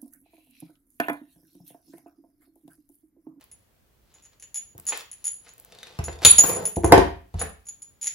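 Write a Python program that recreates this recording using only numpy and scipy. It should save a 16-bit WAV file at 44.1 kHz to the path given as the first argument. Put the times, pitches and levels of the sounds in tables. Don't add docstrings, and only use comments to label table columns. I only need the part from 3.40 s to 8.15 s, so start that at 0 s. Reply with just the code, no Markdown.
import sys
import numpy as np
from scipy import signal
from scipy.fft import rfft, irfft
from scipy.io import wavfile

SR = 44100
rng = np.random.default_rng(int(sys.argv[2]) if len(sys.argv) > 2 else 0)


def to_wav(s):
    ch = np.atleast_2d(s).T
    pcm = np.round(np.clip(ch, -1, 1) * 32767)
    wavfile.write(sys.argv[1], SR, pcm.astype(np.int16))


N = 209386
TIME = np.arange(N) / SR
HIT = TIME[:SR // 2]

# (t/s at full force, relative level/dB, build-up/s, hold/s)
SQUEEZES = [(.015, -52.5, .02, 0.011), (.75, -61.5, 0.16, 0.055), (.86, -62, 0.015, 0.014),
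            (.93, -60, 0.026, 0.01), (1.03, -61, .04, .01), (1.52, -38.5, 0.062, 0.089),
            (1.88, -58.5, 0.24, 0.011), (2.07, -51, 0.045, 0.024), (2.43, -51.5, 0.39, 0.31),
            (2.84, -24.5, 0.022, .005), (3.0, -46, 0.12, 0.23), (4.01, -36, 0.048, 0.0087)]
SQUEEZE_RELEASE_S = 0.024
# (f/Hz, relative level/dB per Hz)
CRUNCH_COLOUR = [(150, -22), (450, 1.5), (1000, -1), (2200, -3.5), (4200, -1.5), (6500, -7), (8500, -13),
                 (11500, -10), (13500, -22), (16000, -25.5)]
# (t/s, relative level/dB)
CRACKS = [(1.5225, -18.5), (1.530, -19.5), (2.068, -40.5), (2.682, -29), (2.820, -36)]
# (f/Hz, relative level/dB per Hz)
CRACK_COLOUR = [(150, -19), (400, 2.5), (1000, 1), (2200, 4.5), (4200, -6), (6500, -23), (15500, -23.5)]
# (t/s, relative level/dB)
SNAPS = [(2.322, -33.5), (2.349, -37), (2.387, -33), (2.431, -25), (2.47, -31.5), (2.728, -30.5),
         (2.758, -40), (2.789, -36), (2.842, -21.5), (2.85, 8), (2.8533, 4.5), (2.863, -3)]
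# (f/Hz, relative level/dB per Hz)
SNAP_COLOUR = [(200, -8.5), (900, -5.5), (1500, -0.5), (2500, -1), (3600, 2.5), (5200, -0.5), (8500, -5),
               (11000, -3.5), (15500, -11)]
# (f/Hz, relative level/dB, t60/s before damping)
JAWS = [(1330, -23.5, 0.039), (2444, -3.5, 0.13), (3230, -14, 0.1), (3643, -4, 0.48), (3728, -9, 0.05),
        (3850, -4, 0.19), (4590, -12, 0.83), (5800, -9, 0.031)]
# (t/s, relative level/dB)
STRAND_TICKS = [(0.011, -22), (0.0408, -19.5), (1.3796, -9), (1.3987, -7), (1.4533, -14), (1.5744, 0.5),
                (2.1365, -18), (2.1807, -17), (2.199, -12), (2.2245, -25), (2.2485, -12.5)]
# (f/Hz, relative level/dB per Hz)
STRAND_COLOUR = [(1500, -12), (5000, -13), (10000, 3), (15500, 8.5)]


def cutters(crunch_db=-5.0, snap_db=-10.5, crack_db=-10.0, strand_db=-19.5, jaw_db=-14.0):
    slips = grains(per_s=960, spread_db=1.5)
    crunch = coloured(slips * strokes(SQUEEZES, SQUEEZE_RELEASE_S), CRUNCH_COLOUR)
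    cracks = from_db(crack_db) * bursts(CRACKS, CRACK_COLOUR, t60=0.065)
    snaps = from_db(snap_db) * bursts(SNAPS, SNAP_COLOUR, t60=0.023)
    for s, db in SNAPS:
        steel = struck(JAWS, damping=0.1, scatter_db=0.5)
        add(snaps, s, from_db(db + jaw_db) * steel)
    strands = from_db(strand_db) * bursts(STRAND_TICKS, STRAND_COLOUR, t60=0.0096)
    return from_db(crunch_db) * crunch + cracks + snaps + strands


# (f/Hz before detuning, t60/s)
NUT_MODES = [(6890, 0.11), (10215, 0.074), (14460, .05)]
# (t/s, nominal length/s, last touch against the first level/dB,
# lower mode level/dB, upper mode level/dB, tick level/dB)
JINGLES = [(0.1145, .005, 1.5, -57.5, -43, -34), (0.74, 0.0076, -1, -51.5, -63, -35),
           (0.824, 0.028, 6.5, -54.5, -70, -35.5), (0.9986, 0.0054, -10, -52.5, -46, -30),
           (1.0244, 0.0064, 0, -42.5, -51, -20.5), (1.1438, 0.027, 4.5, -30, -28.5, -20.5),
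           (1.467, .02, 7.5, -26, -27, -52), (1.7148, .016, -3, -43, -33, -22),
           (1.8424, .038, 1, -29, -23.5, -24.5), (2.082, 0.0095, 6.5, -54, -72, -34),
           (2.641, .022, -9.5, -29.5, -28.5, -31.5), (2.849, 0.013, 1, -6, -3.5, 4),
           (2.9827, 0.0072, -2.5, -1, -7, 2.5), (3.053, 0.11, -4.5, -26, -21, -22.5),
           (3.254, 0.0035, -11.5, -24, -12.5, -9), (3.359, 0.0054, -4, -39, -28, -19),
           (3.4445, 0.033, -11.5, -34.5, -20, -7.5), (3.994, .005, -1, -29, -29.5, -34),
           (4.0148, 0.0033, -7.5, -41, -18.5, -31), (4.255, 0.029, 19, -49.5, -50.5, -49.5),
           (4.4199, 0.0066, -3, -38.5, -36.5, -41.5), (4.6135, 0.045, 2, -27, -33, -19),
           (4.67, 0.0054, -7, -23, -24, -4)]
REBOUND_S = .017
# (t/s, beats per s, t60/s, lower, upper and top mode level/dB)
FREE_RINGS = [(1.905, 14, 0.085, -51, -9, -70), (2.893, 22, .14, -9, 5.5, -51.5),
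              (2.984, 5, 0.48, -23, -22, -13.5), (3.258, 16, 0.19, -50.5, -33.5, -30.5),
              (3.997, 5.8, 0.27, -49, -52, -39)]
# (f/Hz, relative level/dB per Hz)
NUT_TICK_COLOUR = [(900, -12), (1900, 9), (5000, -2.5), (7000, 19.5), (8500, -11.5), (10500, 21.5),
                   (12000, -5.5), (13300, -21), (15500, -23.5)]


def plug_nut(detune=0.0042, ring_waver=0.54, low_cut_hz=700):
    ringing, force = np.zeros(N), np.zeros(N)
    for start, length_s, swell_db, lower, upper, tick in JINGLES:
        length_s = abs(length_s)
        count = 2 + int(length_s / REBOUND_S)
        for after_s, touch_db in rebounds(length_s, count=count, swell_db=swell_db):
            touch = chatter(per_s=2500, t60=.065, bounce_db=4.0)
            add(force, start + after_s, from_db(tick + touch_db) * touch)
            for (hz, t60), db in zip(NUT_MODES, [lower, upper]):
                shifted_hz = hz * (1 + detune * rng.standard_normal())
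                single = mode(shifted_hz, t60)[:len(touch)]
                ring = rms_one(signal.fftconvolve(touch, single)[:len(touch)]) * np.std(single)
                add(ringing, start + after_s, from_db(db + touch_db) * ring)
    for s, beats, t60, *mode_db in FREE_RINGS:
        beating = np.sin(np.pi * beats * HIT) ** 2
        for (hz, _), db in zip(NUT_MODES, mode_db):
            ring = mode(hz, t60) * beating * waver(depth=ring_waver, rate_hz=53)
            add(ringing, s, from_db(db) * ring)
    low_cut = signal.butter(2, low_cut_hz, "high", fs=SR, output="sos")
    return ringing + signal.sosfilt(low_cut, coloured(force, NUT_TICK_COLOUR))


# (t/s, knock level/dB, thump level/dB, thump tilt/dB per octave, contact click level/dB, right port delay/s)
KNOCKS = [(1.35, -46, -47.5, 0, -71, .0002), (1.386, -52, -49, 8, -52.5, .0002),
          (2.589, -27.5, -23.5, 1.5, -29, .00025), (2.682, -27, -35, -5.5, -38, 0),
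          (2.819, -28, -43, 2, -33.5, 0), (2.85, -29.5, -22, 5, -16.5, .0002),
          (2.986, -22, -38, 3.5, -22.5, .00025), (3.039, -28, -46.5, 3.5, -16.5, .00025),
          (3.096, -23, -38.5, 5.5, -20.5, .00025), (3.164, -25, -37.5, 11, -39.5, .00025),
          (3.368, -16, -22.5, 6.5, -47, 0), (3.435, -14.5, -28.5, 3, -38.5, 0),
          (3.444, -8.5, -17, 1, -26.5, .00006), (3.522, 8, -11.5, 1.5, -2, -.0001),
          (3.578, -4.5, -15, -5, -14.5, -.0003), (3.941, -33, -23.5, 3.5, -41, .00027),
          (4.015, -37.5, -52, -2, -22.5, .0001)]
# (f/Hz, relative level/dB, t60/s before damping)
SLAB = [(57.3, -8, 0.34), (77.7, -6, 0.3), (79, -5.5, 0.36), (100, -8.5, 0.29), (141.3, -8.5, 0.098),
        (162.3, -8, 0.11), (211, -14.5, 0.086)]
# (f/Hz, relative level/dB, t60/s before damping)
WOOD = [(230, -15.5, 0.073), (301, 2.5, 0.33), (347.4, -2.5, 0.54), (385, 2.5, 0.49), (447.6, -1.5, 0.41),
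        (530, -7.5, 0.28), (548.3, 0.5, 0.39), (687.2, 3, 0.41), (768, 0.5, 0.23), (840, -2.5, 0.23),
        (920, -2.5, 0.27), (973, -2, 0.22), (1170, -11, 0.1), (1310, -13.5, 0.11), (1569, -12.5, 0.14),
        (1790, -20.5, 0.15)]
# (f/Hz, relative level/dB per Hz)
CLICK_COLOUR = [(120, -0.5), (300, 8), (900, 3), (1500, 2.5), (2300, -1.5), (3200, -11), (6500, -10.5),
                (8500, -20.5), (11000, -9.5), (13500, -29.5), (16000, -26)]
BOUNCE_S, BOUNCE_DB = .036, -29.5
# (t/s at full force, relative level/dB, build-up/s, hold/s)
RUBS = [(2.32, -56, 0.23, 0.23), (2.75, -46.5, 0.21, 0.086), (3.05, -30, 0.11, 0.19),
        (3.515, -16.5, 0.03, .005), (4.01, -35, 0.044, 0.043)]
RUB_RELEASE_S = 0.051
# (f/Hz, relative level/dB per Hz)
RUB_COLOUR = [(29, -48), (50, -21), (177, -2), (319, -17.5), (454, -2.5), (555, -9.5), (600, -5.5),
              (1080, -18), (2000, -26.5), (2600, -44), (4400, -120)]


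def worktop(knock_db=-6.5, thump_db=0.0, click_db=0.0, low_cut_hz=48, tilt_share=0.47, firm_click_db=-14.0,
            rub_db=-5.5):
    out = np.zeros((2, N))
    for s, knock, thump, thump_tilt_db, click, lag_s in KNOCKS:
        tilt_db = np.clip(tilt_share * (click - knock - firm_click_db), -5, 2)
        blow = np.zeros(N)
        slab = struck(SLAB, damping=0.9, scatter_db=5.0, tilt_db=thump_tilt_db)
        add(blow, 0, from_db(thump + thump_db) * slab)
        for after_s, bounce_db in rebounds(BOUNCE_S, count=3, swell_db=BOUNCE_DB):
            wood = from_db(knock + knock_db) * struck(WOOD, damping=.26, scatter_db=1.0, tilt_db=tilt_db)
            contact = from_db(click + click_db) * coloured(burst(t60=0.034), CLICK_COLOUR)
            add(blow, after_s, from_db(bounce_db) * (wood + contact))
        add(out[0], s, blow)
        add(out[1], s + lag_s, blow)
    slips = grains(per_s=340, spread_db=2.5)
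    rub = coloured(slips * strokes(RUBS, RUB_RELEASE_S), RUB_COLOUR)
    out += from_db(rub_db) * ports(rub, lag_s=.0002, pan_db=2.6)
    low_cut = signal.butter(4, low_cut_hz, "high", fs=SR, output="sos")
    return signal.sosfilt(low_cut, out)


# (f/Hz, t60/s)
ROOM_T60 = [(80, 0.49), (500, 0.3173), (3000, 0.4023), (7000, 0.28), (14000, 0.36)]
# (f/Hz, level/dB)
ROOM_DB = [(60, -10.5), (200, -3), (600, -1), (3000, 1.5), (7000, -4.5), (14000, -10)]


def kitchen(x, first_echo_s=0.001, build_s=0.00095):
    onset = 1 - np.exp(-np.maximum(HIT - first_echo_s, 0) / build_s)
    response = 0
    for hz, band in diffuse_bands(size=len(HIT)):
        envelope = onset * dying(at_hz(ROOM_T60, hz))
        unit_energy = envelope / np.sqrt(np.sum(envelope ** 2))
        response = response + from_db(at_hz(ROOM_DB, hz)) * band * unit_energy
    return signal.fftconvolve(x[None], response, axes=1)[:, :N]


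# (f/Hz, relative level/dB per Hz)
FLOOR = [(26, -34), (45, -1.5), (174, -12.5), (314, -16), (401, -16), (566, -18), (818, -22), (7650, -33.5),
         (8450, -32), (16000, -30)]
FLOOR_DB = -64.5


def room_tone():
    noise = sum(from_db(at_hz(FLOOR, hz)) * band for hz, band in diffuse_bands(size=N))
    return from_db(FLOOR_DB) * rms_one(noise)


# (f/Hz, correlation)
LIKENESS = [(60, 0.55), (150, 1), (400, 0.17), (1000, 0), (15000, 0.073)]


def diffuse_bands(size):
    edges = np.geomspace(20, 19000, 21)
    white = rng.standard_normal((2, 2, size + SR // 4))
    for k, (low, high) in enumerate(zip(edges, edges[1:])):
        band_pass = signal.butter(2, [low, high], "band", fs=SR, output="sos")
        mid, side = signal.sosfilt(band_pass, white[k % 2])[:, -size:]
        hz = np.sqrt(low * high)
        alike = np.clip(at_hz(LIKENESS, hz), -1, 1)
        yield hz, np.sqrt((1 + alike) / 2) * mid + np.sqrt((1 - alike) / 2) * side * [[1], [-1]]


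def struck(modes, damping, scatter_db, tilt_db=0):
    hz, db, t60 = np.transpose(modes)
    gains = from_db(db + tilt_db * np.log2(hz) + scatter_db * rng.standard_normal(len(hz)))
    gains *= rng.choice([-1, 1], len(hz)) / np.sqrt(np.sum(gains ** 2) / 2)
    return sum(g * mode(f, damping * t) for g, f, t in zip(gains, hz, t60))


def mode(hz, t60):
    return np.sin(2 * np.pi * hz * HIT) * dying(t60)


def dying(t60):
    return from_db(-60 * HIT / t60)


def burst(t60):
    envelope = dying(t60)
    return rms_one(rng.standard_normal(len(HIT)) * envelope) * np.sqrt(np.mean(envelope ** 2))


def bursts(rows, colour, t60):
    force = np.zeros(N)
    for s, db in rows:
        add(force, s, from_db(db) * burst(t60))
    return coloured(force, colour)


def chatter(per_s, t60, bounce_db):
    bounces = rng.standard_normal(len(HIT)) * (rng.random(len(HIT)) < per_s / SR) * dying(t60)
    force = from_db(bounce_db) * bounces / np.sqrt(np.sum(bounces ** 2) + 1e-12)
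    force[0] += 1
    return force[:SR // 4] / np.sqrt(np.sum(force ** 2))


def rebounds(length_s, count, swell_db, uneven=.15):
    along = np.linspace(0, 1, count)
    jitter = 1 + uneven * rng.uniform(-1, 1, count) / (count - 1)
    return zip(length_s * along * jitter, swell_db * along)


def grains(per_s, spread_db):
    sizes = from_db(spread_db * np.minimum(rng.exponential(1, N), 4)) * rng.choice([-1, 1], N)
    return rms_one(sizes * (rng.random(N) < per_s / SR))


STROKE_RANGE_DB = 20


def strokes(rows, release_s):
    force = np.zeros(N)
    for s, db, build_s, hold_s in rows:
        before = np.maximum(s - TIME, 0) / max(build_s, 1e-3)
        after = np.maximum(TIME - s - hold_s, 0) / release_s
        force += from_db(db - STROKE_RANGE_DB * (before + after))
    return force


def waver(depth, rate_hz):
    low_pass = signal.butter(2, rate_hz, fs=SR, output="sos")
    noise = signal.sosfilt(low_pass, rng.standard_normal(SR))
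    return 1 + depth * rms_one(noise[-len(HIT):])


def ports(x, lag_s, pan_db):
    size = 2 ** 18
    phase_shift = np.exp(-2j * np.pi * np.fft.rfftfreq(size, 1 / SR) * lag_s)
    late = irfft(rfft(x, size) * phase_shift)[:N]
    return np.array([x * from_db(pan_db / 2), late * from_db(-pan_db / 2)])


def coloured(x, colour, size=2048):
    gain = from_db(at_hz(colour, np.linspace(0, SR / 2, size + 1)))
    cepstrum = irfft(np.log(rms_one(gain)))
    cepstrum[1:size] *= 2
    cepstrum[size + 1:] = 0
    return signal.fftconvolve(x, irfft(np.exp(rfft(cepstrum))))[:len(x)]


def at_hz(points, hz):
    f, value = np.transpose(points)
    return np.interp(np.log(np.maximum(hz, 1)), np.log(f), value)


def from_db(db):
    return 10 ** (np.asarray(db) / 20)


def rms_one(x):
    return x / np.sqrt(np.mean(x ** 2) + 1e-20)


def add(track, s, sound):
    at = max(round(s * SR), 0)
    track[at:at + len(sound)] += sound[:N - at]


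def scene(plug_room_db=-1.5, cut_room_db=-2.5, table_room_db=-0.5):
    plug, cut, table = plug_nut(), cutters(), worktop()
    direct = ports(plug, lag_s=.000015, pan_db=0.3) + ports(cut, lag_s=-0.000029, pan_db=0.7) + table
    into_room = from_db(plug_room_db) * plug + from_db(cut_room_db) * cut + from_db(table_room_db) * table[0]
    return direct + kitchen(into_room) + room_tone()


CUTOFF_HZ = 17200


def record(dry, drive_db=0.0):
    top_cut = signal.cheby2(14, 70, CUTOFF_HZ, fs=SR, output="sos")
    return signal.sosfilt(top_cut, np.clip(from_db(drive_db) * dry, -1, 1))


dry = scene()
out = record(dry)
to_wav(out)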